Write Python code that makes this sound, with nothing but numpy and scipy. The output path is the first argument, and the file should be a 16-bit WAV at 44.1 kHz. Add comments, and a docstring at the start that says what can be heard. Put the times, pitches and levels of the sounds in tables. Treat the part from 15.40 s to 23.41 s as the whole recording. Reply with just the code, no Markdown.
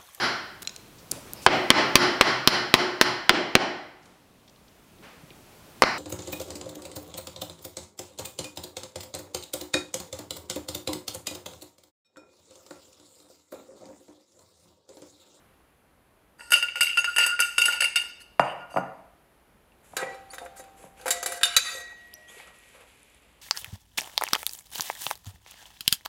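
"""In a small hard room a hand swirls a glass beaker: a metal buckle clinks and slides in the liquid.
The beaker is set on a wooden board; later gloved fingers fish the buckle out of it, tilted, with scrapes,
knocks, squeaks and a drip, and single tones of the glass ring on. Blows and rubbing noise excite damped
modes of the glass, soft pushes ring the wood, and coloured noise makes the rubber and the faint hiss of a
close microphone."""
import sys
import numpy as np
from scipy import signal
from scipy.fft import rfft, irfft, next_fast_len
from scipy.io import wavfile
from scipy.ndimage import map_coordinates

SR = 44100
rng = np.random.default_rng(int(sys.argv[2]) if len(sys.argv) > 2 else 0)


def elevation(decibels):
    """Turn decibel levels (scalar or array-like) into linear amplitude ratios."""
    levels = np.asarray(decibels, float)
    return 10 ** (levels / 20)


def store_pcm(level_fs):
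    """Save levels as 16-bit WAV."""
    pcm = np.round(np.clip(level_fs, -1, 1) * 32767).astype(np.int16)
    wavfile.write(sys.argv[1], SR, np.atleast_2d(pcm).T)


N = 353461

# spectrum of the quiet air: frequency_hz, level_db (relative)
AIR_SPECTRUM = [(15, -33), (25, -15.5), (50, -3.5), (68, -2.5), (90, -11), (230, -10.5), (700, -14),
                (1500, -19), (3000, -25.5), (5500, -35), (8500, -35), (10500, -28.5), (15300, -33),
                (16300, -50)]
# its level in time: time_s, level_db
AIR_LEVEL = [(0, -59), (.2, -61), (.4, -63), (3, -60.5), (4.3, -61.5), (4.6, -57.5), (8.01, -63.5)]
# decay of the room: frequency_hz, t60_s
ROOM_DECAY = [(150, 0.63), (700, 0.66), (2500, 0.69), (6000, 0.69), (14000, 0.15)]
# treble response of the microphone: frequency_hz, gain_db
MICROPHONE_RESPONSE = [(11000, -0.01), (14000, -2.5), (15500, -3.5), (16000, -9.5), (16800, -20)]

# modes of the wooden board: frequency_hz, level_db, t60_s
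BOARD_MODES = [(137, -24.5, 0.25), (182, -21.5, 0.21), (283, -16.5, .06), (410, -13.5, 0.024),
               (530, -4, 0.018), (693, 3, 0.022), (800, -5, 0.049), (956, -1.5, 0.031), (1260, 1.5, 0.011),
               (1782, -2.5, 0.0055), (2350, 0, 0.0037), (3600, -21, .005)]
# glass base meeting the board: start_s, push_db, softness_hz (lower is softer)
SET_DOWNS = [(2.995, -6.5, 5000), (3.316, -39, 1500), (3.341, -27, 977), (3.361, -9.5, 600),
             (3.3703, -14.5, 2480), (3.381, -10, 544), (4.534, -32.5, 808), (4.625, -25, 700),
             (5.439, -30, 496)]

# wet gloves rubbing: start_s, length_s, strength_db, weight_db, wetness_db
GLOVE_RUBS = [(4.42, .16, -69, -1.5, 5), (4.6, .7, -68.5, 5, -14), (5.35, .1, -64.5, -5.5, 4.5),
              (5.55, 0.16, -60, -2.5, -3), (5.7, 0.73, -66, 0, -5.5), (6.55, 0.31, -63.5, -14.5, -8.5),
              (6.865, 0.089, -57.5, -2.5, 0), (6.95, 0.079, -53, -6.5, -9), (7.05, 0.029, -60, 4.5, -5),
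              (7.12, 0.21, -63.5, -9, -3.5), (7.2, 0.23, -71.5, -9.5, -4.5), (7.325, 0.016, -58, 4.5, -5),
              (7.385, 0.016, -59, 3.5, -6), (7.45, .33, -62, -22, -7.5), (7.8, 0.42, -67, -4.5, -7)]
# spectra of thud, rasp and hiss of rubber: frequency_hz, level_db (relative)
RUBBER_SPECTRA = [
    [(100, -78.5), (250, -39.5), (500, -3.5), (800, -11.5), (1300, -9.5), (1900, -21), (4000, -82.5)],
    [(600, -68.5), (1500, -16), (2400, -7), (3300, -13), (5200, -23.5), (9000, -72)],
    [(2500, -70), (4500, -18.5), (6000, -5), (7700, 1.5), (8700, -4.5), (10500, 0.5), (12000, -3),
     (14000, -25), (16000, -46.5)],
]
# how thud, rasp, hiss take a rub: offset_db, share of weight, share of wetness
RUBBER_TAKES = [(.5, 1.2, .05), (.5, .05, 0.064), (.5, -.05, 1.05)]
# slips in thud, rasp, hiss: rate_per_s, spread_db
RUBBER_SLIPS = [(150, 7), (200, 7.5), (220, 8)]
# squeaks and a drip's bubble: start_s, length_s, start_hz, end_hz, level_db, octave_db
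CHIRPS = [(4.901, .016, 4300, 4800, -45, 0), (6.733, .011, 2300, 6800, -44, -30),
          (6.741, .02, 5850, 5900, -49, -30), (6.875, .04, 3050, 3600, -52, -3),
          (6.775, .012, 7600, 7700, -61, -30)]
# ticks of liquid film and rubber, and low thumps, one of them the microphone overloading
# at the hardest knock: start_s, level_db, pitch_hz
TICKS = [(4.3206, -51, 2720), (4.893, -54, 7000), (6.1656, -38, 103.4), (6.527, -48, 840),
         (6.657, -53, 7980), (6.674, -47, 11900), (6.7402, -25.5, 11500), (6.922, -47, 10950),
         (6.968, -47.5, 425), (7.0005, -35.5, 2196), (7.001, -44, 820), (7.188, -41, 9970),
         (7.41, -46, 10810), (7.631, -39.5, 9500), (7.747, -42.5, 9530)]

# single ringing tones of the tilted glass, one short, the others long:
# start_s, pitch_hz, level_db, rise_s, t60_s
GLASS_TONES = [(4.566, 4030, -34, .001, 0.11), (4.57, 780, -44, 0.0099, 3.5), (5.66, 701, -36, 0.012, 2),
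               (5.702, 1962, -37.5, 0.0097, 1.14), (6.3, 1908, -31.5, 0.085, 1.39),
               (6.32, 1907, -46, 0.25, 2.6), (6.33, 702, -44, 0.063, 0.91), (6.72, 617, -53, .04, 0.7)]

# modes of the upright beaker with the buckle in it: frequency_hz, width_hz, level_db (relative in its zone)
UPRIGHT_MODES = [(588, 38, -20.5), (937, 130, -21), (1426.7, 20, 4), (1795, 200, -13.5), (2220, 180, -23),
                 (2320, 40, -21), (2695, 25, -10), (2720, 22, -7), (2799, 15, 0), (2850, 30, -9),
                 (2977, 25, -13), (3655, 24, -13.5), (3830, 18, -21), (4290, 33, -19.5), (4706, 48, -8),
                 (4775, 50, -10.5), (5060, 90, -15.5), (5400, 70, -20.5), (6170, 23, -18), (6625, 53, -17),
                 (7200, 44, -21), (7910, 40, -17.5), (8340, 92, -16.5), (8870, 60, -17.5), (9410, 45, -15),
                 (9750, 76, -17), (10230, 45, -17.5), (11450, 150, -24.5), (12350, 51, -16.5),
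                 (13400, 120, -29)]
# edges of its frequency zones: edge_hz
UPRIGHT_ZONES = [350, 2000, 3300, 5600, 9000, 15000]
# how each zone takes a contact: offset_db, share of spot, share of hardness, skid_db, rubbing_hiss_db
UPRIGHT_TAKES = [(1, -1.05, 0.045, -24.5, -16), (0, 0.78, .05, -25.5, -21.5), (-3, 0.15, 0.79, -25, -13),
                 (-1, -0.32, 1.1, -24.5, -7.5), (-2, -0.19, 1.3, -28, -7.5)]
# clinks: start_s, strength_db, spot_db (from bottom to wall), hardness_db
CLINKS = [(0.9939, -47, -8.5, -12.5), (1.007, -36, -3, -20), (1.105, -34.5, -5, 4.5),
          (1.1193, -14.5, 0, -3), (1.1343, -16.5, 6, -0.5), (1.156, -27.5, -2.5, -8), (1.225, -21, 1, -9),
          (1.2845, -28, 6, -18), (1.356, -26, 0.5, -10.5), (1.4075, -13, 3, -2.5), (1.4283, -23, 7, 1.5),
          (1.467, -27, 13.5, -9.5), (1.4955, -28, 11, -17), (1.5718, -16, 3, -9.5), (1.5866, -38, -8.5, 4),
          (1.643, -18.5, 1, -10), (1.762, -19, 1, -7.5), (1.7826, -13.5, -0.5, -5),
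          (1.832, -27.5, 5.5, -11.5), (1.8627, -21.5, -3, .5), (1.9913, -15.5, 2, -14),
          (2.002, -24, -1.5, 7), (2.02, -22, 7.5, -7.5), (2.1806, -13, 1, -4.5), (2.2157, -18, 4.5, -1.5),
          (2.2546, -19.5, 5, 2.5), (2.2811, -28, -10, -3.5), (2.322, -25.5, 4.5, -3.5),
          (2.405, -18.5, 3.5, -2.5), (2.42, -16.5, 1, -7.5), (2.4413, -21, 6.5, -2.5),
          (2.5575, -17.5, 2.5, -1.5), (2.568, -21, 8.5, -9.5), (2.618, -44.5, -9.5, 1),
          (2.995, -22.5, -5.5, -13), (3.368, -31.5, -4, -15)]
# longer slides over the bottom: start_s, length_s, strength_db, spot_db, hardness_db
SLIDES = [(.975, .12, -61, -3, -0.5), (1.106, .07, -40, 7.5, -4), (1.348, .04, -40, 2, -10),
          (1.473, .1, -51, 12.5, -3.5), (1.787, .05, -28.5, 9.5, -9.5), (1.834, .1, -43.5, 2, -19.5),
          (2.282, .09, -39, 5, -10.5), (1.664, 0.13, -52.5, 3, -3.5), (2.06, 0.19, -53, 3.5, -2.5),
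          (2.625, .07, -59, 1, -5), (2.79, 0.027, -54, 4, 0), (3.032, 0.078, -46.5, 2.5, -20.5),
          (3.102, 0.13, -58, 0.5, -17), (3.29, .1, -58.5, 2, -1.5), (3.415, .12, -68, -12, -26)]

# modes of the tilted beaker: frequency_hz, width_hz, level_db (relative in its zone),
# lifted_db (change once the buckle is lifted clear)
TILTED_MODES = [(521, 22, -5.5, 4.5), (700, 8, -4, -2), (770, 29, -15, -21), (1337, 83, -13.5, 3),
                (1490, 17, -12.5, -13), (1578, 90, -8, -5), (1926, 32, -11.5, 5), (2130, 21, -18, 3),
                (2330, 20, -15, 5.5), (2530, 59, -18, 9.5), (2940, 56, -12.5, -8), (3590, 30, -18, 14),
                (3642, 18, 0, -16), (3862, 30, -10, -8), (3920, 35, -12, 12), (4621, 18, -2, -14),
                (4670, 30, -18, 12), (5470, 30, -18, 4), (6350, 50, -11, 3), (6800, 40, -11, -4),
                (7000, 50, -12, 0), (7200, 28, -8, -8), (7310, 30, -12, 3), (7660, 40, -9, -4),
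                (8070, 50, -10, 0), (8600, 38, -15, 2), (9560, 75, -16, -5.5), (9425, 28, -9, -12),
                (9930, 37, -12, -3.5), (10380, 54, -8, -4), (10100, 60, -15, -1.5), (11500, 57, -16, -0.5),
                (12000, 80, -29, -7.5)]
# edges of its frequency zones: edge_hz
TILTED_ZONES = [300, 1000, 2500, 3750, 5600, 15000]
# how each zone takes a contact: offset_db, share of spot, share of hardness, skid_db, rubbing_hiss_db
TILTED_TAKES = [(-8, -1.3, .05, -24.5, -15), (.5, -0.058, .05, -33, -15), (-8.5, 0.58, 0.24, -23, -6.5),
                (-7.5, 0.32, 0.63, -27, -5), (-2, .05, 0.91, -37.5, -6.5)]
# knocks: start_s, strength_db, spot_db (from hollow to ringing), hardness_db
KNOCKS = [(4.567, -22.5, -2, 0), (4.6245, -42, -22, -21), (4.7445, -42, -3, -10.5),
          (4.933, -33.5, -2, -7.5), (4.9436, -43, -2.5, 4), (4.982, -30.5, 1, -12.5), (5.05, -53, -15, 9.5),
          (5.06, -36.5, -1, -25.5), (5.196, -43.5, -10.5, 1), (5.239, -45, 0.5, -7), (5.612, -49, 13, 3),
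          (5.658, -27, -11, -6.5), (5.6655, -29, -5, -3), (5.68, -22.5, -1, -1.5), (5.7055, -19, 1.5, 5.5),
          (5.7184, -41.5, 5.5, 17.5), (5.8283, -26, -1, 1), (5.86, -23, -1, 4.5),
          (5.9205, -30.5, -2.5, 4.5), (6.0115, -26, 0.5, -13.5), (6.0321, -18, 23, 1.5),
          (6.0535, -27, 3, 4.5), (6.165, -15, 6.5, 7), (6.1705, -35.5, 4, 12)]
# drags along the wall: start_s, length_s, strength_db, spot_db, hardness_db
DRAGS = [(4.56, 0.074, -32.5, -3.5, -21), (4.646, 0.093, -49.5, -13, -16), (4.899, .03, -56, -5, -1),
         (4.996, 0.042, -61, -19, 6), (5.152, .05, -55.5, -2.5, 9.5), (5.379, 0.086, -65.5, -19, -4),
         (5.579, 0.19, -59, -11, 1), (5.726, 0.066, -47, 1.5, -5), (5.87, 0.11, -43, -6.5, 2),
         (6.056, 0.093, -39.5, 14, -11), (6.236, .1, -43.5, 8, 1.5), (6.337, 0.077, -48.5, 1.5, 1),
         (6.428, 0.092, -58.5, 4, -8)]

# spread of a mode's share from blow to blow, by zone: scatter_db
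SCATTER_DB = [2.5, 2.5, 3, 3.5, 4.5]
# extra crack of a blow, by zone: crack_db
BRITTLE_DB = [1, 0.5, 1.5, 4.5, 4.5]
GRIP_S = 6.02  # until now fingers pinch the buckle
LIFT_S = 6.16  # the buckle leaves the liquid


def unit(x):
    """Normalisation: the signal scaled to rms 1."""
    return x / np.sqrt(np.mean(x ** 2) + 1e-20)


def along(points, hz):
    """Interpolation of (frequency_hz, value) points on a logarithmic frequency axis."""
    f, v = np.transpose(points)
    return np.interp(np.log(hz + 1), np.log(f + 1), v)


def filtered(x, response):
    """Linear filtering: the spectrum of x times a (frequency_hz, gain_db) response."""
    m = next_fast_len(N + SR // 4)
    gain = elevation(along(response, np.fft.rfftfreq(m, 1 / SR)))
    return irfft(rfft(x, m) * gain, m)[..., :N]


def gains(rows):
    """Envelopes: one gain per sample for each dB column; silent before the table, fading after it."""
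    s, *cols = np.transpose(rows)
    t = np.arange(N) / SR
    return np.array([elevation(np.interp(t, [*s, s[-1] + .2], [*c, -100], -140)) for c in cols])


def air():
    """Stationary noise: random samples shaped by a spectrum, their level drifting slowly."""
    return gains(AIR_LEVEL)[0] * unit(filtered(rng.standard_normal(N), AIR_SPECTRUM))


def room(x):
    """Reverberation: convolution with decaying noise tails, treble dying first."""
    out, step = np.zeros(N + 2 * SR), SR // 4
    # a new random tail is drawn each 1/4 s, so that no one pattern stays
    noise = rng.standard_normal((N // step + 1, SR * 3 // 4))
    hz, t, z = signal.stft(noise, SR, nperseg=256)
    decay = elevation(-60 * t / along(ROOM_DECAY, hz)[:, None])
    tails = signal.istft(z * decay, SR, nperseg=256)[1]
    # echoes take a moment to gather
    tails = tails * (1 - np.exp(-np.arange(tails.shape[1]) / (0.0022 * SR)))
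    for k, tail in enumerate(tails):
        answer = signal.fftconvolve(x[k * step:][:step], tail / np.linalg.norm(tail))
        out[k * step:][:len(answer)] += answer
    return out[:N]


def ring(force, hz, t60, swell):
    """Resonance: a damped mode that builds over swell seconds; a unit impulse gives amplitude about 1."""
    turn = 2 * np.pi * hz / SR
    r, q = np.exp(-np.array([np.log(1000) / t60, 1 / swell]) / SR)  # pole radii of decay and swell
    poles = [[1, -2 * p * np.cos(turn), p * p] for p in (r, q)]
    mode = [0, np.sin(turn), 0, *poles[0]]
    build_up = [1 - q, 0, q - 1, *poles[1]]
    return signal.sosfilt([mode, build_up], force)


def board():
    """Impact on wood: each contact is a push, duller when soft, that excites the modes of the board."""
    push, t = np.zeros(N + SR), np.arange(SR // 50) / SR
    for s, db, soft_hz in SET_DOWNS:
        pulse = t * np.exp(-2 * np.pi * soft_hz * t)
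        push[round(s * SR):][:len(t)] += elevation(db) * pulse / pulse.sum()
    out = np.zeros(N)
    for k, (hz, db, t60) in enumerate(BOARD_MODES):
        out += (-1) ** k * elevation(db) * ring(push[:N], hz, t60, swell=0.00061)
    return out


def grit(rate, spread_db):
    """Friction noise: dense small slips of uneven size over a smooth rub, rms 1."""
    size = elevation(spread_db * np.minimum(rng.exponential(size=N), 3))
    slips = (rng.random(N) < rate / SR) * size
    return unit(rng.standard_normal(N) * (1 + slips))


def taken(takes, db, spot_db, hard_db):
    """Distribution of excitation: the dB that each zone gets from each contact."""
    return np.array([db + row[0] + row[1] * spot_db + row[2] * hard_db for row in takes])


def strokes(rows, takes, rise, fall):
    """Friction envelope, one per zone: every stroke swells, holds and dies away (rise, fall in s)."""
    s, length, *touch = np.transpose(rows)
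    out = np.zeros((len(takes), N))
    for begin, hold, gain in zip(s, length, elevation(taken(takes, *touch)).T):
        t = np.arange(round((hold + 6 * fall) * SR)) / SR
        shape = np.minimum(t / rise, 1) ** 2 * np.exp(-np.maximum(t - hold, 0) / fall)
        part = out[:, round(begin * SR):][:, :len(t)]
        part += gain[:, None] * shape[:part.shape[1]]
    return out


def glove_rubbing():
    """Friction: wet rubber rustles as gritty noise in three colours, thud, rasp and hiss."""
    out = np.zeros(N)
    rubs = strokes(GLOVE_RUBS, RUBBER_TAKES, rise=.03, fall=0.045)
    for gain, spectrum, slips in zip(rubs, RUBBER_SPECTRA, RUBBER_SLIPS):
        out += gain * unit(filtered(grit(*slips), spectrum))
    return out


def chirps():
    """Frequency glide: squeaks and a drop's bubble rise in pitch, each with its octave."""
    out = np.zeros(N + SR)
    for s, length, hz0, hz1, db, octave_db in CHIRPS:
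        u = np.arange(round(length * SR)) / (length * SR)
        phase = 2 * np.pi * length * (hz0 * u + (hz1 - hz0) * u ** 2 / 2)
        # the wet film sticks and slips 180 times a second
        flutter = elevation(5.6 * np.sin(2 * np.pi * 180 * length * u))
        tone = np.sin(phase) + elevation(octave_db) * np.sin(2 * phase)
        out[round(s * SR):][:len(u)] += elevation(db) * flutter * np.sin(np.pi * u) * tone
    return out[:N]


def ticks_and_thumps():
    """Damped oscillation: each is a sine dying within a few cycles, cut off after 10 ms."""
    out, t = np.zeros(N + SR), np.arange(SR // 100) / SR
    for s, db, hz in TICKS:
        out[round(s * SR):][:len(t)] += elevation(db) * np.exp(-t * hz / 5.6) * np.sin(2 * np.pi * hz * t)
    return out[:N]


def glass_tones():
    """Free vibration: single tones of the tilted glass build up and decay, one short, the others long."""
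    t, out = np.arange(N) / SR, np.zeros(N)
    for s, hz, db, rise, t60 in GLASS_TONES:
        u = np.maximum(t - s, 0)
        out += elevation(db - 60 * u / t60) * (1 - np.exp(-u / rise)) * np.sin(2 * np.pi * hz * u)
    return out


def wobble(rate, size):
    """Random modulation: straight lines between random knots, rate knots a second."""
    knots = rng.standard_normal(int(size * rate / SR) + 4)
    return map_coordinates(knots, [np.arange(size) * rate / SR], order=1)


def glass(modes, zones, takes, blows, rubbing, swell, chatter, crack_db, crack_t60, skid_s):
    """Modal excitation: blows and rubbing ring the modes zone by zone; each blow adds a short broad crack."""
    hz, width, db, *lifted_db = np.transpose(modes)
    times, *touch = np.transpose(blows)
    blow_db = taken(takes, *touch)
    at = np.round(times * SR).astype(int)
    first, last = round((times[0] - .05) * SR), round((rubbing[-1][0] + .6) * SR)
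    zone = np.searchsorted(zones[1:-1], hz)
    rub = strokes(rubbing, takes, rise=0.014, fall=0.01)
    # a wider peak starts stronger and dies sooner
    start, t60 = elevation(db) * width, np.log(1000) / (np.pi * width)
    keep = np.exp(-1 / (skid_s * SR))
    t, out = np.arange(SR // 10) / SR, np.zeros(N)
    for z in range(len(zones) - 1):
        mine = np.flatnonzero(zone == z)
        share = start[mine] / np.linalg.norm(start[mine])

        # a struck buckle skids on, strongest after skid_s
        skid_hits = np.bincount(at, elevation(blow_db[z] + takes[z][3]), N)
        skid = signal.lfilter([0, np.e / (skid_s * SR)], np.poly([keep, keep]), skid_hits)
        scrape = (rub[z] + skid) * grit(540, spread_db=7.5)
        # scaled by the power that the modes of the zone pass on
        drive = scrape / np.sqrt(np.sum(share ** 2 * SR / (4 * np.pi * width[mine])))

        for k, a in zip(mine, share):
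            luck = rng.standard_normal((len(times), 3))
            late = rng.exponential(size=(len(times), 2))
            force = drive.copy()
            # the rubbing spot wanders over the mode's shape
            force[first:last] *= elevation(5.8 * wobble(12, size=last - first))
            size = elevation(blow_db[z] + SCATTER_DB[z] * luck[:, 0])  # struck at a new spot each time
            hit_at = np.round((times + .0004 * late[:, 0]) * SR).astype(int)
            bounce_at = np.round((times + chatter * (1 + late[:, 1])) * SR).astype(int)
            np.add.at(force, hit_at, size * np.sign(luck[:, 1]))
            np.add.at(force, bounce_at, 0.6 * size * luck[:, 2])
            if lifted_db:
                # a pinch chokes the purest rings
                force[:round(GRIP_S * SR)] *= elevation(-11 if width[k] < 20 else -2.5)
                force[round(LIFT_S * SR):] *= elevation(lifted_db[0][k])
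            out[first:last] += a * ring(force[first:last], hz[k], t60[k], swell)

        # a pinched buckle cracks 4 dB louder
        pinch_db = 4 * (times < GRIP_S) if lifted_db else 0
        crack_hits = np.bincount(at, elevation(blow_db[z] + crack_db + BRITTLE_DB[z] + pinch_db), N)
        burst = np.abs(signal.fftconvolve(crack_hits, elevation(-60 * t / crack_t60))[:N])
        broad = burst * rng.standard_normal(N) + elevation(takes[z][4]) * scrape
        band = signal.butter(3, zones[z:z + 2], "bandpass", fs=SR, output="sos")
        scale = 1 / np.sqrt(2 * (zones[z + 1] - zones[z]) / SR)  # offsets the power lost to the band
        out += scale * signal.sosfilt(band, broad)
    return out


def swirl():
    """Impact and friction: the buckle clinks and slides in the upright beaker."""
    return glass(UPRIGHT_MODES, UPRIGHT_ZONES, UPRIGHT_TAKES, CLINKS, SLIDES, swell=0.00077,
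                 chatter=0.0036, crack_db=-20.5, crack_t60=0.071, skid_s=0.02)


def fishing():
    """Friction and impact: fingers drag the buckle up the tilted wall; it slips and knocks."""
    return glass(TILTED_MODES, TILTED_ZONES, TILTED_TAKES, KNOCKS, DRAGS, swell=0.00018,
                 chatter=.004, crack_db=-15.0, crack_t60=0.069, skid_s=0.015)


def scene():
    """Superposition: all sources, their share of room, and the quiet air."""
    upright = swirl()
    tilted = fishing() + glass_tones()
    wood = board()
    hands = glove_rubbing() + chirps() + ticks_and_thumps()
    wet = room(elevation(-13.5) * upright + elevation(-13.0) * tilted + elevation(-9.5) * wood + elevation(-17.5) * hands)
    return (upright + tilted + wood + hands + wet + air())[None]


def roll_off(x):
    """The treble ends steeply here."""
    return signal.sosfilt(signal.butter(12, 16780, fs=SR, output="sos"), x)


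def record(dry):
    """Band limit and saturation: top treble fades; peaks round off, one side a little sooner."""
    heard = filtered(dry, MICROPHONE_RESPONSE)
    ceiling = np.where(heard > 0, .72, .82)
    knee = 6  # hardness of the overload knee
    mix = heard / (1 + np.abs(heard / ceiling) ** knee) ** (1 / knee)
    return roll_off(mix)


dry = scene()
out = record(dry)
store_pcm(out)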